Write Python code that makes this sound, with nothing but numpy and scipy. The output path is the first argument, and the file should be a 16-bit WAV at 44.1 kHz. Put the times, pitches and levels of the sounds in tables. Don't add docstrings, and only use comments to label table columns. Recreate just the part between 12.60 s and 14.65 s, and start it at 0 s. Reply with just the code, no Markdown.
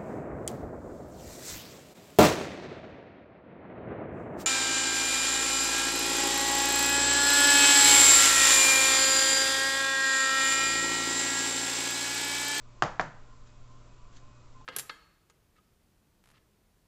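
import sys
import numpy as np
from scipy import signal
from scipy.fft import rfft, irfft, next_fast_len
from scipy.io import wavfile
from scipy.ndimage import map_coordinates

SR = 44100
rng = np.random.default_rng(int(sys.argv[2]) if len(sys.argv) > 2 else 0)


def level_to_linear(level):
    exponent = np.asarray(level, float) / 20
    return 10 ** exponent


def master(y):
    cut = np.clip(np.atleast_2d(y).T, -1, 1)
    pcm = np.round(cut * 32767)
    wavfile.write(sys.argv[1], SR, pcm.astype(np.int16))


N = 90404


def unit(x):
    return x / np.sqrt(np.mean(x ** 2) + 1e-20)


def along(points, hz):
    f, v = np.transpose(points)
    return np.interp(np.log(hz + 1), np.log(f + 1), v)


def level(rows):
    return level_to_linear(np.interp(np.arange(N) / SR, *np.transpose(rows)))


def since(s):
    return np.maximum(np.arange(N) / SR - s, 0)


def wobble(rate_hz):
    knots = rng.standard_normal(int(N * rate_hz / SR) + 4)
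    return map_coordinates(knots, [np.arange(N) * rate_hz / SR])


def filtered(x, response):
    m = next_fast_len(N + SR // 2)
    return irfft(rfft(x, m) * response(np.fft.rfftfreq(m, 1 / SR)), m)[:N]


def peak(f, hz, width_hz):
    return 1j * f * width_hz / (hz * hz - f * f + 1j * f * width_hz)


def noise(spectrum):
    return unit(filtered(rng.standard_normal(N), lambda f: level_to_linear(along(spectrum, f))))


def narrow(hz, width_hz):
    return unit(filtered(rng.standard_normal(N), lambda f: peak(f, hz, width_hz) ** 2))


# f/Hz, density/dB
RUMBLE_SPECTRUM = [(1.8, -34), (3.0, -1.5), (16, -4), (86, -24.5), (100, -22.5), (130, -35.5), (220, -120)]


def rumble():
    return level_to_linear(-51) * noise(RUMBLE_SPECTRUM)


# f/Hz, density/dB
AIR_SPECTRUM = [(88, -19), (150, -2), (171, -7.5), (597, -14), (671, -19.5), (1030, -13.5), (1670, -22.5),
                (6890, -26.5), (8000, -19), (10400, -58), (17600, -120)]


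def air():
    return level_to_linear(-63.5 + 0.66 * wobble(4.07)) * noise(AIR_SPECTRUM)


# f/Hz, rms level/dB, wander/dB
HUM_TONES = [(59.5, -72, 1), (119.7, -60, 1.5), (238, -76, 2), (358, -83, 2), (480, -83, 2), (599, -78, 4),
             (2280, -89, 3), (2867, -89, 3)]


def hum(turns_s):
    total = 0
    for hz, db, wander_db in HUM_TONES:
        gain = np.sqrt(2) * level_to_linear(db + wander_db * wobble(9))
        total = total + gain * np.sin(2 * np.pi * (hz * turns_s + rng.random()))
    return total


# t/s, level/dB
WHISTLE_LEVEL = [(0.7, -84), (0.842, -93), (0.864, -76.5), (1.228, -100), (1.304, -78.5), (1.458, -81.5),
                 (1.514, -100), (1.54, -88), (1.806, -74.5), (1.934, -100), (1.968, -80), (2.05, -83)]


def whistle(turns_s):
    hz = 2519
    return np.sqrt(2) * level(WHISTLE_LEVEL) * np.sin(2 * np.pi * hz * turns_s)


# f/Hz, width/Hz, level/dB
HOUSING_MODES = [(872, 27, -86), (983, 36, -78), (1152, 27, -79), (1225, 31, -79.5), (1315, 50, -82),
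                 (1379, 42, -81.5), (1469, 58, -82), (270, 33, -75), (694, 63, -81.5)]


def murmur():
    return sum(level_to_linear(db + 2.5 * wobble(7.06)) * narrow(hz, width_hz) for hz, width_hz, db in HOUSING_MODES)


# t/s, level/dB
WHINE_LEVEL = [(0.62, -73), (0.722, -65.5), (0.878, -76.5), (0.89, -93), (0.914, -78), (1.092, -70),
               (1.128, -62), (1.264, -90), (1.276, -79), (1.426, -93), (1.45, -70.5), (1.776, -67.5),
               (1.804, -94), (1.828, -79), (1.852, -89), (1.908, -97), (1.964, -61), (2.05, -62.5)]


def whine():
    centre_hz, wander_hz, rough_db = 1043, 14.15, -6
    hz = centre_hz + wander_hz * wobble(40)
    tone = np.sqrt(2) * level_to_linear(2.7 * wobble(60)) * np.sin(2 * np.pi * np.cumsum(hz) / SR)
    return level(WHINE_LEVEL) * unit(tone + level_to_linear(rough_db) * narrow(centre_hz, 67))


def fan():
    drift = .0012
    turns_s = np.cumsum(1 + drift * wobble(5.4)) / SR
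    return rumble() + air() + hum(turns_s) + whistle(turns_s) + murmur() + whine()


SWELL_S = .0011


def knock(t, push):
    hz, t60_s = 1400, .002
    rise = np.sin(np.pi / 2 * t / SWELL_S)
    fall = level_to_linear(-60 * (t - SWELL_S) / t60_s)
    return push * np.where(t < SWELL_S, rise, fall) * np.cos(2 * np.pi * hz * (t - SWELL_S))


# f/Hz, width/Hz, level/dB
CASE_FIRST = [(700, 87, 12), (1100, 100, 0), (1590, 110, -34), (2110, 80, -27.5), (2710, 73, -8),
              (3210, 110, -19)]
# f/Hz, width/Hz, level/dB
CASE_SECOND = [(715, 81, 8.5), (1167, 110, -18), (1530, 150, -28), (1820, 180, -13), (2220, 100, 1.5),
               (3500, 68, -3)]


def case_ring(t, push, case):
    ring_db, thud_hz, thud_width_hz, thud_db = -6, 380, 300, 0
    blow = push * np.exp(-((t - SWELL_S) / .00006) ** 2)

    def modes(f):
        thud = level_to_linear(thud_db) * peak(f, thud_hz, thud_width_hz)
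        return sum(level_to_linear(db) * peak(f, hz, width_hz) for hz, width_hz, db in case) + thud

    ring = filtered(blow, modes)
    return level_to_linear(ring_db) * ring / np.abs(ring).max()


# f/Hz, density/dB
CRACK_FIRST = [(1290, -43), (2200, -0.5), (3090, -3), (3720, -25), (4660, -5.5), (5940, -11), (6380, -20.5),
               (6990, -8.5), (8000, -18), (10400, -52), (17600, -120)]
# f/Hz, density/dB
CRACK_SECOND = [(1290, -35), (2200, 0), (2870, -1.5), (3440, -13), (4030, -13), (4540, -10.5), (5110, -17),
                (6840, -27), (8000, -30), (10400, -61), (17600, -120)]


def crack(t, crack_db, spectrum):
    t60_s, rise_s = .022, .00039
    return level_to_linear(crack_db - 60 * t / t60_s) * (1 - np.exp(-t / rise_s)) * noise(spectrum)


# delay/s, level/dB, top f/Hz
NEAR_ECHOES = [(.0027, -4, 1110), (.0068, -19, 1500), (.0100, -10, 1204), (0.01, -20, 2000),
               (0.0148, -17.5, 3000), (0.0158, -13.5, 2540), (0.016, -19.5, 2500)]


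def near_echoes(direct, stretch):
    def walls(f):
        total = 0
        for delay_s, db, top_hz in NEAR_ECHOES:
            delay = np.exp(-2j * np.pi * f * delay_s * stretch)
            total = total + level_to_linear(db) * delay / (1 + 1j * f / top_hz)
        return total

    return filtered(direct, walls)


# f/Hz, density/dB
FAR_WALL_SPECTRUM = [(2000, -27), (2800, -7), (4000, -1), (5000, 7), (7000, -5), (9000, -7)]


def far_wall(t, stretch):
    delay_s, spread_s, db = .0155, .0025, -31.5
    window = np.exp(-((t - delay_s * stretch) / spread_s) ** 4)
    return level_to_linear(db) * window * noise(FAR_WALL_SPECTRUM)


# f/Hz, t60/s
ROOM_T60 = [(120, 0.41), (400, 0.19), (1000, 0.21), (2700, 0.29), (7500, 0.2)]
# f/Hz, level/dB
TAIL_COLOUR = [(100, -8.5), (300, -6), (520, -0.5), (750, 7), (1600, -2.5), (2300, -14.5), (4000, -21.5),
               (7500, -22)]


def room(s, longer, extra_db):
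    start_s, late_db, late_longer = .0017, -18, 3.34
    hz, t, z = signal.stft(rng.standard_normal(SR), SR, nperseg=256)
    fall_db = -60 * t / longer / along(ROOM_T60, hz)[:, None]
    bump_db = extra_db * np.exp(-np.log((hz + 1) / 1800) ** 2 / 0.056)
    colour = level_to_linear(along(TAIL_COLOUR, hz) + bump_db)[:, None]
    decay = level_to_linear(fall_db) + level_to_linear(late_db + fall_db / late_longer)
    tail = signal.istft(z * colour * decay, SR, nperseg=256)[1]
    tail = tail * (1 - np.exp(-np.arange(len(tail)) / SR / start_s))
    return np.pad(tail / np.abs(tail).max(), (round((s + SWELL_S) * SR), N))[:N]


def boom(t, longer):
    hz, width_hz, db, t60_s, rise_s = 141.8, 40, -28, .33, .006
    return level_to_linear(db - 60 * t / t60_s / longer) * (1 - np.exp(-t / rise_s)) * narrow(hz, width_hz)


def rap(s, db, push, crack_db, room_db, longer, stretch, extra_db, case, crack_spectrum):
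    t = since(s)
    direct = knock(t, push) + case_ring(t, push, case) + crack(t, crack_db, crack_spectrum)
    tail = level_to_linear(room_db) * room(s, longer, extra_db)
    return level_to_linear(db) * (direct + near_echoes(direct, stretch) + tail + far_wall(t, stretch) + boom(t, longer))


# t/s, peak level/dB, push direction
RAP_EVENTS = [
    (.2224, -9, 1),
    (.3954, -13.3, -1),
    (.39655, -21, -1),
]
# crack level/dB, room level/dB, room length factor, echo stretch, extra at 1.8 kHz/dB
RAP_SPOTS = [
    (-16, -11.5, 1.136, 0.9, 0),
    (-18, -9.5, 1.05, 1.06, 4),
    (-21, -15.5, 1.26, 1.06, 2),
]


def raps():
    cases = CASE_FIRST, CASE_SECOND, CASE_SECOND
    cracks = CRACK_FIRST, CRACK_SECOND, CRACK_SECOND
    blows = zip(RAP_EVENTS, RAP_SPOTS, cases, cracks)
    return sum(rap(*event, *spot, case, spectrum) for event, spot, case, spectrum in blows)


# t/s, rise/s, fall/s, level/dB
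RUSTLE_EVENTS = [
    (.872, .008, 0.039, -62),
    (1.53, .012, 0.04, -63),
    (1.568, 0.015, 0.018, -55),
    (2.012, .01, 0.0092, -65.5),
]
# f/Hz, density/dB
CLOTH_SPECTRUM = [(600, -22), (1700, 2.5), (2300, -10), (3000, -4), (4600, -3.5), (5300, -9), (6000, -5),
                  (7500, -2.5)]


def cloth():
    t = np.arange(N) / SR
    swell = 0
    for s, rise_s, fall_s, db in RUSTLE_EVENTS:
        swell = swell + level_to_linear(db) * np.exp(-np.where(t < s, (s - t) / rise_s, (t - s) / fall_s))
    return swell * unit(level_to_linear(2.5 * wobble(300)) * noise(CLOTH_SPECTRUM))


# t/s, level/dB, f/Hz
TICK_EVENTS = [
    (2.0105, -48, 870),
    (2.0115, -63, 3600),
    (1.941, -63, 2100),
]


def ticks():
    t60_s, rise_s = .03, .001
    total = 0
    for s, db, hz in TICK_EVENTS:
        t = since(s)
        total = total + level_to_linear(db - 60 * t / t60_s) * (1 - np.exp(-t / rise_s)) * np.sin(2 * np.pi * hz * t)
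    return total


def scene():
    return (fan() + raps() + cloth() + ticks())[None]


def low_pass(x):
    return signal.sosfilt(signal.butter(12, 8510, fs=SR, output="sos"), x)


# f/Hz, gain/dB
BAND_LIMIT = [(7300, 1), (7900, -11), (8400, -28.5), (8700, -61), (9200, -70)]


def record(dry):
    limited = filtered(dry[0], lambda f: level_to_linear(along(BAND_LIMIT, f)))
    hiss = level_to_linear(-92.5) * rng.standard_normal(N)
    return low_pass((limited + hiss)[None])


dry = scene()
out = record(dry)
master(out)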